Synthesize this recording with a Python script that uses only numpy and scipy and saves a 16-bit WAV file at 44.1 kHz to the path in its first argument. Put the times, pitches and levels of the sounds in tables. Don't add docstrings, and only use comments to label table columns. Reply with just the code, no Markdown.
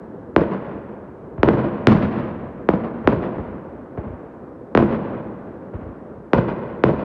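import sys
import numpy as np
from scipy import signal
from scipy.fft import rfft, irfft, next_fast_len
from scipy.io import wavfile
from scipy.ndimage import uniform_filter1d, minimum_filter1d, map_coordinates

SR = 44100
rng = np.random.default_rng(int(sys.argv[2]) if len(sys.argv) > 2 else 0)


def wrap_up_sound(samples):
    columns = np.atleast_2d(samples).T
    tamed = np.clip(columns, -1, 1)
    steps = np.round(tamed * 32767).astype(np.int16)
    wavfile.write(sys.argv[1], SR, steps)


def invert_db(x):
    u = np.asarray(x, float) / 20
    return 10 ** u


N = 310464


def unit(x):
    return x / np.sqrt(np.mean(x ** 2) + 1e-20)


def along(points, hz):
    f, v = np.transpose(points)
    return np.interp(np.log(hz + 1), np.log(f + 1), v)


def wobble(rate, size):
    knots = rng.standard_normal(int(size * rate / SR) + 4)
    return map_coordinates(knots, [np.arange(size) * rate / SR])


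def add(track, start_s, sound):
    track[round(start_s * SR):][:len(sound)] += sound


def tilted_db(spectrum, hz, tilt_db, bass_db):
    return along(spectrum, hz) + tilt_db * np.log2(1 + hz / 500) + bass_db / (1 + (hz / 200) ** 2)


def pulse(spectrum, tilt_db=0, bass_db=0, size=4096):
    hz = np.fft.rfftfreq(size, 1 / SR)
    cepstrum = irfft(np.log(invert_db(tilted_db(spectrum, hz, tilt_db, bass_db))))
    cepstrum[1:size // 2] *= 2
    cepstrum[size // 2 + 1:] = 0
    return irfft(np.exp(rfft(cepstrum)))


def noise(spectrum):
    hz = np.fft.rfftfreq(N, 1 / SR)
    return unit(irfft(rfft(rng.standard_normal(N)) * invert_db(along(spectrum, hz)), N))


# [Hz, dB per Hz]
RUMBLE_SPECTRUM = [(15, -49.5), (25, -36), (60, -4.5), (110, -6.5), (250, -1.5), (500, -4.5), (800, -16),
                   (1200, -26.5), (3000, -69), (22000, -120)]
# [Hz, dB per Hz]
RUSH_SPECTRUM = [(25, -65.5), (500, -26.5), (900, -0.5), (1600, -7.5), (2500, -25.5), (5000, -44),
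                 (22000, -110)]


def valley():
    floor_db, fed_db, swell_s, linger_t60_s = -38, -31, 0.31, 3.67
    earlier_s, earlier_db = -0.68, 4
    t = np.arange(N) / SR
    lumps_db = 0.8 * wobble(14, N) + 1.3 * wobble(50, N)

    starts_s = np.array([earlier_s] + [burst[0] for burst in BURSTS])
    since_s = np.clip(t - starts_s[:, None], 0, None)
    fed = (1 - np.exp(-since_s / swell_s)) * invert_db(fed_db - 60 * since_s / linger_t60_s)
    fed[0] *= invert_db(earlier_db)
    level_db = 10 * np.log10(invert_db(2 * floor_db) + np.sum(fed ** 2, axis=0))

    rumble = invert_db(level_db + lumps_db) * noise(RUMBLE_SPECTRUM)
    rush_db = -53 + 1.6 * (level_db + 37) + 0.17 * lumps_db
    return rumble + invert_db(rush_db) * noise(RUSH_SPECTRUM)


# [Hz, dB]
SHOCK_SPECTRUM = [(30, -26), (70, -14), (140, -11), (250, -3), (400, 0), (800, -10), (1500, -13.5),
                  (3000, -28.5), (5000, -44), (8000, -66), (12000, -87), (22000, -115)]


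def shock(tilt_db, bass_db=0):
    return pulse(SHOCK_SPECTRUM, tilt_db, bass_db)


# [Hz, dB per Hz]
ROLL_SPECTRUM = [(20, -46), (45, -24), (120, -2.5), (220, -2), (350, -9.5), (550, -9), (780, -17.5),
                 (1000, -18.5), (2700, -37.5), (5000, -56.5), (8000, -77.5), (22000, -120)]
# [Hz, s]
AIR_FADE = [(40, 6.5), (150, 2.64), (500, 3.28), (1500, 3.27), (4000, 1.65), (10000, 0.38)]
# [Hz, dB per tenfold delay]
PATH_LOSS = [(100, 14), (350, 8.5), (1500, 6)]
# [Hz, Hz, dB]
YARD_RINGS = [(129, 12, 6), (211, 60, 7), (328.3, 1.9, 13), (342, 12, 10), (1020, 190, 1.5)]


def roll(districts, tilt_db, bass_db, lumpy_db):
    size = 2 * SR
    thinning_s, answer_edge_s, fall_silent_s = 0.043, 0.0033, 0.018
    clumps_db = lumpy_db * wobble(70, size) + 0.6 * wobble(14, size) + 1.5 * wobble(500, size)
    clumped = rng.standard_normal(size) * invert_db(clumps_db)

    hz, t, z = signal.stft(clumped, SR, nperseg=512, noverlap=384)
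    answer_db = -along(PATH_LOSS, hz)[:, None] * np.log10(1 + t / thinning_s)
    for start_s, end_s, level_db, bright_db in districts:
        opening = np.tanh((t - start_s) / answer_edge_s)
        closing = np.tanh((t - end_s) / fall_silent_s)
        colour_db = level_db + bright_db * np.log2((hz + 50) / 400)
        answer_db = answer_db + (opening - closing) / 2 * colour_db[:, None]
    roll_db = tilted_db(ROLL_SPECTRUM, hz, tilt_db, bass_db)[:, None]
    z = z * invert_db(answer_db + roll_db - 60 * t / along(AIR_FADE, hz)[:, None])
    echoes = signal.istft(z, SR, nperseg=512, noverlap=384)[1][:size]

    f = np.fft.rfftfreq(size, 1 / SR)
    ringing_db = sum(db / (1 + (2 * (f - centre) / width) ** 2) for centre, width, db in YARD_RINGS)
    t = np.arange(size) / SR
    edges = np.clip(t / 0.0036, 0, 1) ** 2 * np.clip((2 - t) / 0.46, 0, 1)
    return irfft(rfft(echoes) * invert_db(ringing_db), size) * edges


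# [s, dB, dB per octave, 0-1 bounced off the street, s to the big facade and back]
BURSTS = [
    (0.3632, -1.5, -1.8, 0.13, .0518),
    (1.4316, -6.5, -0.9, 0.3, 0.043),
    (1.4872, -10.5, -1.9, 0.1, .0516),
    (1.871, -13, 7, 0, .051),
    (2.6887, -5, -4, 0, 0.047),
    (3.0744, -5.5, -1.6, 0.07, 0.054),
    (4.7504, -10.5, -1.16, 0.07, .0505),
    (4.7747, -11, -0.3, 0.2, 0.05),
    (6.3334, -11.5, -0.1, 0.37, 0.051),
    (6.838, -9.5, -0.95, 0.22, 0.053),
]
# [times the facade's delay, linear, dB per octave]
WALLS = [
    (0.05, 0.12, -1),
    (0.286, 0.25, -9),
    (.64, 0.15, -6),
    (1.0001, 0.44, -5.5),
    (1.129, 0.2, -4.5),
    (1.749, 0.13, -14),
    (3.549, .12, -5.5),
]
# [s, s, dB, dB per octave]
TOWN = [
    (.008, .035, 3, 0.7),
    (.044, .056, 6, 1.2),
    (.148, .19, 4.5, 1),
    (.25, .45, 1, 0.6),
]


def shells():
    air = np.zeros(N + 3 * SR)
    for start_s, peak_db, tilt_db, street, facade_s in BURSTS:
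        bass_db = 1.35 * tilt_db - 0.65 * (peak_db + 4)
        add(air, start_s, invert_db(peak_db + 47) * shock(tilt_db, bass_db))

        echo_db = 0.15 * (peak_db + 8) - 0.18 * tilt_db + 3.3 * street
        echoes = invert_db(3 + echo_db) * roll(TOWN, 0.46 * tilt_db, bass_db, lumpy_db=0.44)
        add(air, start_s, echoes)
        add(air, start_s + 0.002023, np.clip(street, 0, 1) * echoes)

        for delay_ratio, strength, wall_db in WALLS:
            scatter_db = 1.8 * rng.standard_normal()
            level_db = 38 - 0.76 * wall_db + echo_db + scatter_db
            returned = shock(wall_db - 2.5 + 0.63 * tilt_db, 3.3)
            add(air, start_s + delay_ratio * facade_s, strength * invert_db(level_db) * returned)
    return air[:N]


# [s, dB peak, dB, dB]
LAUNCHES = [
    (1.381, -24, -13, -36),
    (3.045, -24, -14.5, -34),
    (3.384, -20, -17, -36),
    (3.975, -21, -14.5, -32.5),
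    (5.737, -27, -15.5, -35),
]
# [Hz, dB]
THUMP_SPECTRUM = [(20, -32.5), (50, 4), (100, 6), (150, -5), (250, -26.5), (1000, -29), (22000, -110)]
# [s, dB]
HILLS = [
    (-.003, -3.3),
    (0.077, -10),
    (0.113, -11),
    (.145, -12),
]
# [s, s, dB, dB per octave]
SLOPES = [
    (.001, .02, 3, 1.2),
    (.06, .6, 3.4, .3),
]


def mortars():
    air = np.zeros(N + 3 * SR)
    for start_s, crack_db, thump_db, echo_db in LAUNCHES:
        add(air, start_s, invert_db(crack_db + 37.5) * shock(-0.4))
        for delay_s, hill_db in HILLS:
            level_db = thump_db + hill_db + 43.5 + rng.normal(0, 1.1)
            add(air, start_s + delay_s, invert_db(level_db) * pulse(THUMP_SPECTRUM))
        add(air, start_s, invert_db(echo_db + 18) * roll(SLOPES, 4.8, -1.5, lumpy_db=0.3))
    f, ground_hz = np.fft.rfftfreq(len(air), 1 / SR), 2300
    return irfft(rfft(air) / (1 + 1j * f / ground_hz) ** 3, len(air))[:N]


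def scene():
    return (valley() + shells() + mortars())[None]


def top_cut(x):
    return signal.sosfilt(signal.butter(12, 14900, fs=SR, output="sos"), x)


# [Hz, dB per Hz]
HISS_SPECTRUM = [(25, -30), (2000, -6), (4000, 0), (8000, -3), (11500, -5.5), (12100, -19), (15000, -22),
                 (16000, -40), (22000, -50)]
CROSSOVERS = [55, 85, 144, 454, 792]


def record(dry):
    m = next_fast_len(N + SR // 2)
    f = np.fft.rfftfreq(m, 1 / SR)
    turn = np.ones(len(f), complex)
    for c in CROSSOVERS:
        turn *= (c * c - f * f - 1.24j * f * c) / (c * c - f * f + 1.24j * f * c)
    bass_cut = f ** 2 / (f ** 2 + 35 ** 2)
    x = -irfft(rfft(dry, m) * turn * bass_cut, m)[:, :N]

    limit_gain = np.minimum(1, 0.92 / (np.abs(x) + 1e-9))
    x = x * uniform_filter1d(minimum_filter1d(limit_gain, size=181), size=91)

    loudness = np.abs(uniform_filter1d(x ** 2, size=1024, origin=400))
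    haze = 0.035 * invert_db(-19.5) * np.minimum(loudness, 0.03) ** 3
    hiss = np.sqrt(invert_db(-162) + haze) * noise(HISS_SPECTRUM)
    stop = np.sin(np.clip((N - np.arange(N)) / 160, 0, np.pi / 2)) ** 2
    return top_cut((x + hiss) * stop)


dry = scene()
out = record(dry)
wrap_up_sound(out)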